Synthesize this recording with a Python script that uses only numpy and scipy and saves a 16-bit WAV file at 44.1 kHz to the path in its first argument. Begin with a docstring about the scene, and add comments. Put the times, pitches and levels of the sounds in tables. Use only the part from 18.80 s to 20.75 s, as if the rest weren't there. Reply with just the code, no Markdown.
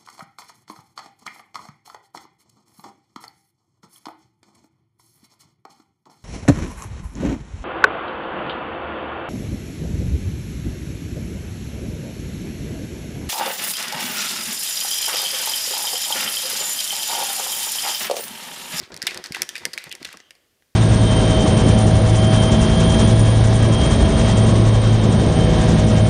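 """A scrape and a soft bump open a burst of hard clacks: a plastic container shaken close to the
microphone in a tiled kitchen. Hard pieces inside strike the walls and ring them briefly, sliding and
skidding between blows. The hand rubs the hollow body, which knocks from the hand or under a hard clack.
The shaking stops and a last few faint clicks follow over the hush of the room."""
import sys
import numpy as np
from scipy import signal
from scipy.fft import rfft, irfft, next_fast_len
from scipy.io import wavfile

SR = 44100
rng = np.random.default_rng(int(sys.argv[2]) if len(sys.argv) > 2 else 0)


def waveform_to_disk(signal):
    """Save audio, clipped to [-1, 1], as 16-bit WAV at the path in sys.argv[1]."""
    frames = np.transpose(np.atleast_2d(signal))
    scaled = np.clip(frames, -1, 1) * 32767
    samples = np.round(scaled).astype(np.int16)
    wavfile.write(sys.argv[1], SR, samples)


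N = 85995

# clacks on the wall (time [s], low and high resonance of the struck spot [Hz],
# level in each of the four CLACK_BANDS [dB], room send [dB]);
# the one at 0.308 s is mostly room ring after the loud clack
WALL_CLACKS = [(0.1198, 1775, 4140, -19.5, -21.5, -20.5, -42, 5.5),
               (0.1427, 1980, 4200, -19.5, -17, -12, -17.5, -17),
               (0.1651, 2050, 5500, -45, -18.5, -10.5, -16, -27),
               (0.175, 2230.0, 3930, -37, -21, -15.5, -21, -26),
               (0.2192, 1670, 4830.0, -25, -7, -1, -16, -30),
               (0.2267, 1610, 4900, -22.5, -10.5, -3, -8, -9.5),
               (0.2685, 1970, 4950, -36, 0.5, 2.5, -8, -6.5), (0.2699, 2180, 3735, -33, -0.5, 4.5, -1, -4),
               (0.2744, 2700, 3290, -21, 0.5, -12, -15, -6.5), (0.2761, 2740, 3330, -29, -16, -3, -14, -7),
               (0.308, 2390, 4220, -42, -11.5, -13, -24, 4),
               (0.3453, 2760, 5630, -19, -12, -10.5, -13.5, -24),
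               (0.3748, 1900, 4140, -26, -12, -5.5, -12.5, -15),
               (0.4405, 1670, 4700, -38, -11, -8, -15.5, 0.5), (0.46, 1820, 4400, -35, -16, -8.5, -19, -9),
               (0.47, 2760, 5380.0, -47, -34, -21, -22, -8), (0.522, 2200, 4550, -44, -10, -5.5, -12, -6),
               (0.5466, 2550, 3700, -32.5, -3.5, -8.5, -12.5, -4.5),
               (0.5485, 1680, 3750, -21, -4.5, -10, -16, -2), (0.5594, 1650, 3500, -35, -9, -11, -21, -10),
               (0.568, 1380, 3760, -16, -11, -18, -19, -11), (0.6195, 2190, 5540.0, -19, 3, 10, 6, -14),
               (0.6312, 2220, 5320.0, -20.5, -9.5, -9.5, -12, -17),
               (0.691, 3260, 5750, -24, -9.5, -3, -8, -4.5),
               (0.7547, 2360, 3660, -61, -4.5, -8, -18.5, 0.5),
               (0.7642, 2570, 4460, -32, -8, -10.5, -18, -1.5),
               (0.78, 1700, 4830, -25, -37.5, -13, -18, 1.5), (0.8534, 1970, 4730, -18, 3.5, 5, 0.5, -13),
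               (0.8608, 1780, 5950, -32, -11, -18, -16, -14),
               (0.9335, 2600, 4900, -29, -18, -7.5, -16, -14),
               (0.937, 1930, 4570, -23, -13, -11.5, -14.5, 0),
               (0.9773, 2180, 2320, -21, 0.6, -9.5, -13.5, -5.5),
               (0.9834, 2020, 4000, -25, -12, -10, -20, -0.5),
               (1.0407, 2110.0, 4000, -25.5, -18, -14, -13.5, -16),
               (1.0943, 1534, 6000, -24, -44, -19.5, -27, -13),
               (1.1148, 2470, 3400, -49, -13.5, -13, -20.5, 0.5),
               (1.1257, 2580, 3370, -26.5, -12, -7.5, -12.5, -17),
               (1.1517, 2070, 5800, -48, -15, -13.5, -15.5, -8.5),
               (1.2287, 2020, 4200, -31, -16, -13.5, -21.5, -39),
               (1.2483, 3190, 3730, -33, -10, -7.5, -17.2, -19),
               (1.252, 2630, 3940, -17.5, -7.5, -7.5, -15, -7),
               (1.2895, 1840, 4100, -29, -15.5, -18.5, -31, -11.5),
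               (1.3283, 2570, 3500, -33, -17, -20.5, -18, -15),
               (1.3716, 1830, 5460, -36, -20.5, -18.5, -24.5, -26),
               (1.4021, 1960, 6100, -27, -23.5, -23, -47, -1.5),
               (1.5076, 2220, 2750, -32.5, -18, -19.5, -26.5, -5.5),
               (1.5523, 2095, 4610.0, -41.5, -36.5, -34, -39.5, 0.5),
               (1.823, 1840, 2960, -41.5, -35.5, -43, -52.5, -4.5)]
# body, knock, bite and air of a clack (low edge [Hz], high edge [Hz])
CLACK_BANDS = [(250, 850), (1400, 3200), (3200, 7000), (7000, 15000)]
# modes of the plastic wall (frequency [Hz], level [dB], t60 [s])
WALL_MODES = [(362, -26.5, 0.026), (506, -15, 0.018), (1458, -36, 0.0071), (1772, -8.5, 0.046),
              (2028, -5, 0.049), (2418, -10.5, 0.02), (3160, -14.5, 0.0028), (4490, -6.5, 0.0082),
              (5050, -1.5, 0.0038), (8000, -1, 0.0025), (9310, -0.5, 0.0032), (12000, -0.5, 0.0012)]
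MODE_SCATTER_DB, TUNE_SCATTER = 2, 0.025
SPOT_DB, SPOT_T60_CYCLES = (11, 9), (15, 22)  # low and high resonance
SPOT_DB_PER_DB = 0.17  # harder blows ring the spot more
SNAP_DB, ROOM_SNAP_DB = 8.5, 18
CHATTER_DB, CHATTER_T60_S, CHATTER_PER_S = -8, 0.016, 5300

# contents sliding along the wall (start [s], length [s], level [dB])
SLIDE_STROKES = [(0, 0.03, -46.5), (.033, 0.025, -46), (.058, 0.046, -58.5), (.135, 0.079, -53),
                 (.222, 0.046, -42.5), (.278, .065, -41.5), (.345, 0.012, -43), (.442, 0.014, -38),
                 (.525, 0.042, -45.5), (.548, 0.034, -39.5), (.585, 0.042, -42), (.70, 0.15, -53),
                 (.94, 0.034, -53.5), (.995, 0.085, -48), (1.145, 0.021, -69), (1.2, 0.07, -49.5),
                 (1.255, 0.036, -45), (1.3, 0.038, -45.5), (1.37, 0.024, -55.5)]
# gritty tone of the scrape (frequency [Hz], gain [dB])
SCRAPE_EQ = [(200, -32), (900, -7.5), (1300, -2), (1800, 1), (2350, -1.5), (3000, -4.5), (4200, -4),
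             (5500, -7.5), (7500, -15), (10000, -22), (15000, -29)]
# bright tone of the ticks within it (frequency [Hz], gain [dB])
TICK_EQ = [(500, -26), (2000, -7), (4800, 3.5), (9500, -9.5), (15000, -6.5)]
SLIDE_GRAINS_PER_S, TICKS_PER_S, TICK_DB = 1500, 220, -9
# a piece skidding on the wall (start [s], length [s], level [dB], resonance [Hz])
SKID_STROKES = [(0.031, 0.0055, -39, 3790), (0.216, 0.028, -39.5, 1853), (0.275, 0.029, -31.5, 2270),
                (0.543, 0.015, -36, 2670), (0.563, 0.067, -42, 1770), (0.748, 0.0098, -40.5, 2340),
                (0.934, 0.0053, -32, 4630), (1, 0.064, -48.5, 2350), (1.109, 0.025, -37.5, 2820),
                (1.245, 0.015, -45.5, 3560), (1.387, .11, -63.5, 3050)]
SKID_Q = 5

# the hand rubbing the body (start [s], length [s], level [dB])
RUB_STROKES = [(0, 0.029, -47), (.06, .035, -53.5), (.097, 0.0097, -42), (.116, 0.046, -44),
               (.18, 0.016, -46), (.235, 0.12, -45.5), (.355, 0.018, -34), (.39, 0.017, -43.5),
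               (.445, 0.071, -47), (.55, 0.054, -46), (.59, 0.035, -39.5), (.69, 0.1, -51.5),
               (.805, 0.064, -43.5), (.847, 0.033, -43), (.935, 0.042, -48.5), (1.04, 0.029, -54.5),
               (1.062, 0.0087, -41), (1.135, 0.028, -49), (1.198, 0.029, -49), (.99, 0.013, -60),
               (1.338, 0.008, -43)]
# hollow tone of the rub (frequency [Hz], gain [dB])
RUB_EQ = [(25, -22), (60, -11.5), (120, -5.5), (240, 1), (285, -3), (360, 8.5), (440, -6), (505, 1.5),
          (620, -4), (1100, -6), (2000, -10), (5000, -36.5), (15000, -57.5)]
# the grip rumbling as the arm reverses (start [s], length [s], level [dB])
GRIP_STROKES = [(.02, 0.032, -69), (.11, 0.057, -48.5), (.31, 0.022, -56.5), (.59, 0.051, -52),
                (.8, 0.092, -54.5), (1.06, 0.029, -50), (1.2, 0.085, -55), (1.34, 0.019, -57)]
# bassy tone of the grip (frequency [Hz], gain [dB])
GRIP_EQ = [(25, -10.5), (60, -6.5), (110, -2.5), (180, 2), (300, -23.5), (1000, -44.5), (15000, -81.5)]
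RUB_GRAINS_PER_S, HAND_ATTACK_S, HAND_RELEASE_S = 1300, 0.0081, 0.018
# knocks of the hollow body (time [s], peak [dB], starting pitch [Hz], ring length [cycles])
BODY_KNOCKS = [(.006, -34.5, 248, 1), (0.031, -37, 142, 1.1), (0.121, -41.5, 100.2, 1),
               (0.15, -41.5, 195.3, 2), (0.237, -27.5, 282, 1), (.269, -33, 775, 5), (0.2685, -32, 1095, 6),
               (.508, -24, 232.4, 1), (0.519, -44.5, 98, 1), (.567, -29.5, 950, 3), (0.853, -31.5, 534, 3),
               (1.215, -33.5, 350, 1.76), (1.343, -36.5, 452, 1), (1.342, -35.5, 1215, 5.7)]
KNOCK_SAG = 0.41  # the pitch falls, most in the shortest knocks, where the palm settles

# decay of the tiled room (frequency [Hz], t60 [s])
ROOM_DECAY = [(100, 0.26), (500, 1.85), (2200, 0.67), (2650, 0.51), (3100, 1.1), (3700, 0.62), (6000, 0.56),
              (14000, 0.49)]
# tone of the reverb (frequency [Hz], gain [dB])
ROOM_EQ = [(100, -7), (1000, -3.5), (2200, 0.5), (5000, -1), (9000, -2.5), (15000, -1.5)]
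EARLY_DB, EARLY_T60_S, HANDLING_SEND_DB = 13.5, 0.045, -8
# room hush and hiss (frequency [Hz], gain [dB])
HUSH_EQ = [(25, -5), (60, -9.5), (150, -13), (500, -14), (900, -24.5), (2000, -22), (5000, -24),
           (10000, -27.5), (15000, -19.5)]
HUSH_DB = -62.5
# microphone response (frequency [Hz], gain [dB])
MIC_EQ = [(20, -34), (35, -11), (60, -4.5), (100, -2.5), (8000, -0.5), (10500, -0.5), (13000, -6.5),
          (15500, -11)]
CLIP_LEVEL, TOP_HZ = 0.45, 15400


def clacks():
    """Each clack snaps, chatters and rings the wall; the room hears it as one smooth click."""
    out, t = np.zeros(N), np.arange(SR // 20) / SR
    mode_hz, mode_db, t60 = np.transpose(WALL_MODES)[:, :, None]
    snap = t == 0
    for start, low_hz, high_hz, *levels, send_db in WALL_CLACKS:
        detune, strength = rng.standard_normal((2, len(WALL_MODES), 1))
        decay = amp(mode_db + MODE_SCATTER_DB * strength - 60 * t / t60)
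        ring = (decay * np.cos(2 * np.pi * mode_hz * (1 + TUNE_SCATTER * detune) * t)).sum(0)
        force_db = SPOT_DB_PER_DB * max(levels)
        for hz, db, cycles in zip((low_hz, high_hz), SPOT_DB, SPOT_T60_CYCLES):
            ring += amp(db + force_db - 60 * t * hz / cycles) * np.cos(2 * np.pi * hz * t)
        chatter = amp(CHATTER_DB - 60 * t / CHATTER_T60_S) * contacts(CHATTER_PER_S, len(t))
        direct = rebounding(ring + chatter + amp(SNAP_DB) * snap)
        add(out, start, balanced(direct, levels))
        click = balanced(ring + amp(ROOM_SNAP_DB) * snap, levels)
        add(out, start, amp(send_db) * kitchen(click))
    return out


def rebounding(x, count=4, db=-8, lag_s=(0.0002, 0.002), low_cut_hz=2500):
    """A piece lands on one edge and totters through a few lighter, unevenly spaced contacts."""
    lags = np.round(rng.uniform(*lag_s, count) * SR).astype(int)
    sizes = amp(db) * rng.choice([-1, 1], count)
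    light = signal.sosfilt(signal.butter(1, low_cut_hz, "high", fs=SR, output="sos"), x)
    return x + sum(size * np.pad(light, (lag, 0))[:len(x)] for size, lag in zip(sizes, lags))


def balanced(x, levels):
    """Voice a clack by setting its energy in each band."""
    filters = [signal.butter(3, band, "band", fs=SR, output="sos") for band in CLACK_BANDS]
    parts = [signal.sosfilt(sos, x) for sos in filters]
    return sum(amp(db) * part / np.linalg.norm(part) for db, part in zip(levels, parts))


def slides():
    """Tiny contacts of very uneven size over a fine scrape as the contents shift."""
    scrape = coloured(contacts(SLIDE_GRAINS_PER_S, N) + rng.standard_normal(N), SCRAPE_EQ)
    ticks = coloured(contacts(TICKS_PER_S, N), TICK_EQ)
    return (scrape + amp(TICK_DB) * ticks) * strokes(SLIDE_STROKES, attack_s=0.005, release_s=0.015)


def skids():
    """Fast stick and slip makes one resonance of the wall sing."""
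    out = np.zeros(N)
    for start, length, db, hz in SKID_STROKES:
        damping = 1j * hz / SKID_Q
        friction = contacts(CHATTER_PER_S, N)
        sing = filtered(friction, lambda f: (damping * f / (hz * hz - f * f + damping * f)) ** 2)
        out += unit(sing) * strokes([(start, length, db)], attack_s=0.0012, release_s=0.003)
    return out


def hand():
    """Grainy rubbing sounds through the hollow body, over the low rumble of the grip."""
    rub = coloured(contacts(RUB_GRAINS_PER_S, N), RUB_EQ)
    grip = coloured(rng.standard_normal(N), GRIP_EQ)
    return (rub * strokes(RUB_STROKES, HAND_ATTACK_S, HAND_RELEASE_S)
            + grip * strokes(GRIP_STROKES, HAND_ATTACK_S, HAND_RELEASE_S))


def knocks():
    """Short hollow knocks of the body, from the hand or under a hard clack, sagging in pitch."""
    out, t = np.zeros(N), np.arange(SR // 10) / SR
    for start, db, hz, cycles in BODY_KNOCKS:
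        age = hz * t / cycles  # in ring lengths
        pitch = hz / (1 + KNOCK_SAG * age / cycles)
        knock = np.sin(2 * np.pi * np.cumsum(pitch) / SR) * np.sqrt(age) * np.exp(-2 * age)
        add(out, start, amp(db) * knock / np.abs(knock).max())
    return out


def kitchen(x):
    """The tiles answer with dense early reflections, then a tail that is shorter in the treble."""
    hz, t, noise = signal.stft(rng.standard_normal(SR), SR, nperseg=256)
    decay = amp(-60 * t / along(ROOM_DECAY, hz)[:, None]) + amp(EARLY_DB - 60 * t / EARLY_T60_S)
    tail = signal.istft(noise * decay, SR, nperseg=256)[1]
    tail = equalised(tail / np.linalg.norm(tail), ROOM_EQ)
    fade_in = np.clip(np.arange(len(tail)) / SR / 0.00057, 0, 1)
    return signal.fftconvolve(x, tail * fade_in)


def hush():
    """A steady bed of low room tone and faint hiss."""
    return amp(HUSH_DB) * coloured(rng.standard_normal(N), HUSH_EQ)


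def contacts(per_s, samples):
    """A crackle of tiny random impacts, at rms 1."""
    return unit((rng.random(samples) < per_s / SR) * rng.standard_normal(samples))


def strokes(rows, attack_s, release_s):
    """One attack, hold and release per (start [s], length [s], level [dB]) row, summed in power."""
    t, power = np.arange(N) / SR, np.zeros(N)
    for start, length, db in rows:
        rise = np.clip((t - start) / attack_s, 0, 1)
        fall = np.exp(-np.maximum(t - start - length, 0) / release_s)
        power += (amp(db) * rise * fall) ** 2
    return np.sqrt(power)


def amp(db):
    """Decibels to gain."""
    return 10 ** (np.asarray(db) / 20)


def unit(x):
    """x at rms 1."""
    return x / np.sqrt(np.mean(x ** 2) + 1e-20)


def along(points, hz):
    """Read a (frequency [Hz], value) curve on a log frequency axis."""
    freqs, values = np.transpose(points)
    return np.interp(np.log(hz + 1), np.log(freqs + 1), values)


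def filtered(x, response):
    """x through a frequency response."""
    size = next_fast_len(len(x) + 8192)
    return irfft(rfft(x, size) * response(np.fft.rfftfreq(size, 1 / SR)), size)[:len(x)]


def equalised(x, eq):
    """x through an EQ curve."""
    return filtered(x, lambda hz: amp(along(eq, hz)))


def coloured(x, eq):
    """x through an EQ curve, at rms 1."""
    return unit(equalised(x, eq))


def add(out, start, x):
    """Mix x into out from start [s]."""
    i = max(0, round(start * SR))
    out[i:i + len(x)] += x[:N - i]


def scene():
    """Clacks up front, handling noise with its reverb beneath them, room tone behind; mono."""
    handling = slides() + skids() + hand() + knocks()
    bed = hush()
    return (clacks() + handling + amp(HANDLING_SEND_DB) * kitchen(handling)[:N] + bed)[None]


def record(dry):
    """The microphone thins lows and highs, a soft clip rounds the hardest clacks, the top is cut off."""
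    x = equalised(dry[0], MIC_EQ)
    x = x / (1 + (x / CLIP_LEVEL) ** 6) ** (1 / 6)
    return filtered(x, lambda hz: 1 / np.sqrt(1 + (hz / TOP_HZ) ** 90))[None]


dry = scene()
out = record(dry)
waveform_to_disk(out)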